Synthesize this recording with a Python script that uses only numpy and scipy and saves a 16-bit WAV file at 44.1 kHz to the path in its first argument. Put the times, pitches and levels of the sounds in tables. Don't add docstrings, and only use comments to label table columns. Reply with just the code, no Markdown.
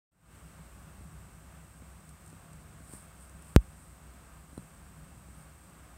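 import sys
import numpy as np
from scipy import signal
from scipy.fft import rfft, irfft
from scipy.io import wavfile
from scipy.ndimage import uniform_filter1d

SR = 44100
rng = np.random.default_rng(int(sys.argv[2]) if len(sys.argv) > 2 else 0)


def wav_record(signal):
    frames = np.transpose(np.atleast_2d(signal))
    bounded = np.clip(frames, -1, 1)
    quanta = np.round(bounded * 32767).astype(np.int16)
    wavfile.write(sys.argv[1], SR, quanta)


N = 263277
T = np.arange(N) / SR


def undb(db):
    return 10 ** (np.asarray(db) / 20)


def level(x, db):
    return x * undb(db) / np.sqrt(np.mean(x ** 2))


def colour(x, spectrum):
    hz, db = np.transpose(spectrum)
    bin_hz = np.maximum(np.arange(N // 2 + 1) * SR / N, 1)
    gain_db = np.interp(np.log(bin_hz), np.log(hz), db - db.max(), left=-60)
    return irfft(rfft(x) * undb(gain_db), N)


def band(x, hz, kind, order=2):
    return signal.sosfilt(signal.butter(order, hz, kind, fs=SR, output="sos"), x)


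def resonate(x, modes):
    return x + sum((undb(db) - 1) * signal.lfilter(*signal.iirpeak(hz, hz / width, fs=SR), x)
                   for hz, width, db in modes)


def decay(t, t60):
    return np.exp(-np.log(1000) * t / t60)


def waver(rate_hz):
    size = int(SR / rate_hz)
    held = np.repeat(rng.standard_normal(N // size + 1), size)[:N]
    return level(uniform_filter1d(uniform_filter1d(held, size), size), 0)


def add(out, start_s, sound):
    start = int(start_s * SR)
    out[start:start + len(sound)] += sound[:N - start]


def swell(width_s=0.15, lull_db=-1.5):
    # (crest time [s], lift [dB])
    crests = [(0.58, 2), (1.17, 5), (2.6, 3), (3.5, 2.5), (5.1, 2.5)]
    return undb(lull_db + sum(db * np.exp(-((T - s) / width_s) ** 2 / 2) for s, db in crests))


def town(split_hz=260, waver_db=0.66):
    # (frequency [Hz], relative spectral level [dB])
    traffic_spectrum = [(15, -26), (30, -26), (45, -11.5), (65, -8), (125, -10.5), (170, -10), (220, -14.5),
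                        (330, -18), (450, -23.5), (750, -22), (1400, -22), (2000, -28), (3200, -33),
                        (6000, -42)]
    # (frequency [Hz], bandwidth [Hz], boost [dB])
    balcony_modes = [(47, 10.5, 7), (91.6, 22, 5.5), (183, 24, 5), (301, 5.8, 1.5), (545, 40, 4),
                     (676, 67, 3), (1127, 50, 3.5), (1233, 52, 3.5), (1575, 44, 3.5), (2210, 130, 2.5),
                     (2664, 81, 4.5)]
    # (frequency [Hz], bandwidth [Hz], level before the swell [dB])
    engine_bands = [(64.1, 7, -59.5), (155.9, 8.8, -63.5)]
    traffic = colour(rng.standard_normal(N), traffic_spectrum)
    wash = level(resonate(traffic, balcony_modes), db=-57.5)
    rumble = signal.sosfiltfilt(signal.butter(2, split_hz, fs=SR, output="sos"), wash)
    drones = np.zeros(N)
    for hz, width, db in engine_bands:
        drone = band(rng.standard_normal(N), [hz - width / 2, hz + width / 2], "bandpass")
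        drones += level(drone, db)
    return (rumble + drones) * swell() + (wash - rumble) * undb(waver_db * waver(rate_hz=8.1))


def hiss():
    # (frequency [Hz], relative spectral level [dB])
    noise_spectrum = [(3000, -25), (5500, -12.5), (7000, -9.5), (7800, -3), (8500, 1), (9100, -14.5),
                      (10200, -13), (16000, -11)]
    return level(colour(rng.standard_normal(N), noise_spectrum), db=-66.5)


def sliding(stir_db=-71, rise_to_fall=0.91):
    # (crest time [s], level [dB], decay time to 1/e [s])
    slides = [(2.28, -69, 0.05), (2.94, -52, 0.066), (3.23, -59, 0.048), (3.49, -60, 0.064),
              (3.8, -65, 0.12), (4.57, -66, 0.1), (5.4, -66, 0.07)]
    power = undb(stir_db) ** 2
    for crest_s, db, fall_s in slides:
        from_crest = np.maximum((crest_s - T) / (rise_to_fall * fall_s), (T - crest_s) / fall_s)
        power = power + (undb(db) * np.exp(-from_crest)) ** 2
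    return np.sqrt(power)


def rustle(buckles_per_s=5000, scatter_db=4.5):
    # (frequency [Hz], relative spectral level [dB])
    film_spectrum = [(600, -6.5), (1300, -10.5), (2200, -19), (3700, -25), (5100, -16), (6400, -23),
                     (7600, -10.5), (8400, 1.5), (8900, -1), (9600, -8), (10700, -19), (12900, -14.5),
                     (16000, -19.5)]
    buckles = rng.random(N) < buckles_per_s / SR
    polarity = rng.choice([-1, 1], N)
    strength = undb(scatter_db * rng.standard_normal(N))
    return level(colour(buckles * polarity * strength, film_spectrum), 0) * sliding()


def flaps(detune=0.047, contact_hz=1000):
    # (time [s], peak level [dB])
    pulls = [(0.594, -48), (1.009, -45), (1.822, -44), (2.329, -44.5), (2.805, -48), (2.897, -47),
             (2.936, -38), (4.530, -44.5), (4.5783, -31), (5.287, -46.5)]
    # (nominal frequency [Hz], relative level before the low-pass [dB], T60 [s])
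    sheet_modes = [(127, 1, 0.082), (188, -0.5, 0.14), (249, 4.5, 0.032), (400, -20, 0.018),
                   (1150, -2, 0.0073), (4200, 14, 0.014)]
    out, t = np.zeros(N), T[:SR // 4]
    for start_s, peak_db in pulls:
        pitch_ratio = 1 + detune * rng.standard_normal()
        ring = sum(undb(db) * np.cos(2 * np.pi * hz * pitch_ratio * t) * decay(t, t60)
                   for hz, db, t60 in sheet_modes)
        thud = band(ring, contact_hz, "lowpass")
        add(out, start_s, undb(peak_db) * thud / np.abs(thud).max())
    return out


def ticks(t60=0.022, ring_width_hz=600, ring_db=17.5):
    # (time [s], rms level of the first 5 ms [dB], ring frequency [Hz])
    creases = [(2.0916, -57.5, 8850), (2.262, -58, 8900), (2.2774, -59, 8300), (2.3005, -60, 8900),
               (2.532, -58.5, 8340), (2.9365, -55, 8500), (3.295, -58.5, 8600), (3.4225, -58, 8900),
               (4.5770, -57, 9300)]
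    out, t = np.zeros(N), T[:SR // 20]
    for start_s, db, hz in creases:
        crackle = band(rng.standard_normal(len(t)), [4500, 11000], "bandpass", order=1)
        snap = resonate(crackle * decay(t, t60), [(hz, ring_width_hz, ring_db)])
        add(out, start_s, undb(db) * snap / np.std(snap[:len(t) // 10]))
    return out


def pop(start_s=3.56256, drive_db=8.5, edge_hz=13000):
    # (corner frequency [Hz], Q [-])
    roll_off = [(53, 1.77), (77, 0.6)]
    out, t = np.zeros(N), T[:SR // 4]
    charge = np.interp(t, [0, .00082, .0018], [.42, 1, .86])
    swing = undb(drive_db) * band(charge, edge_hz, "lowpass", order=1)
    for hz, q in roll_off:
        omega = 2 * np.pi * hz
        high_pass = signal.bilinear([1, 0, 0], [1, omega / q, omega ** 2], SR)
        swing = signal.lfilter(*high_pass, swing)
    add(out, start_s, swing)
    return out


def scene():
    return (town() + hiss() + rustle() + ticks() + flaps() + pop())[None]


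def record(dry, ceiling_db=-2.9, release_db_per_s=147, soften_hz=15000, top_hz=15800):
    # (time [s], gain [dB])
    fade_in = [(0.0, -60), (0.11, -51), (0.12, -20.5), (0.24, -8), (0.35, 2.5)]
    faded = dry * undb(np.interp(T, *np.transpose(fade_in)))
    over_db = 20 * np.log10(np.maximum(np.abs(faded) / undb(ceiling_db), 1))
    released_db = release_db_per_s * T
    duck_db = np.maximum.accumulate(over_db + released_db, axis=-1) - released_db
    softened = band(faded * undb(-duck_db), soften_hz, "lowpass", order=1)
    treble_cut = signal.firwin(255, top_hz, fs=SR)
    return signal.fftconvolve(softened, treble_cut[None], mode="same")


dry = scene()
out = record(dry)
wav_record(out)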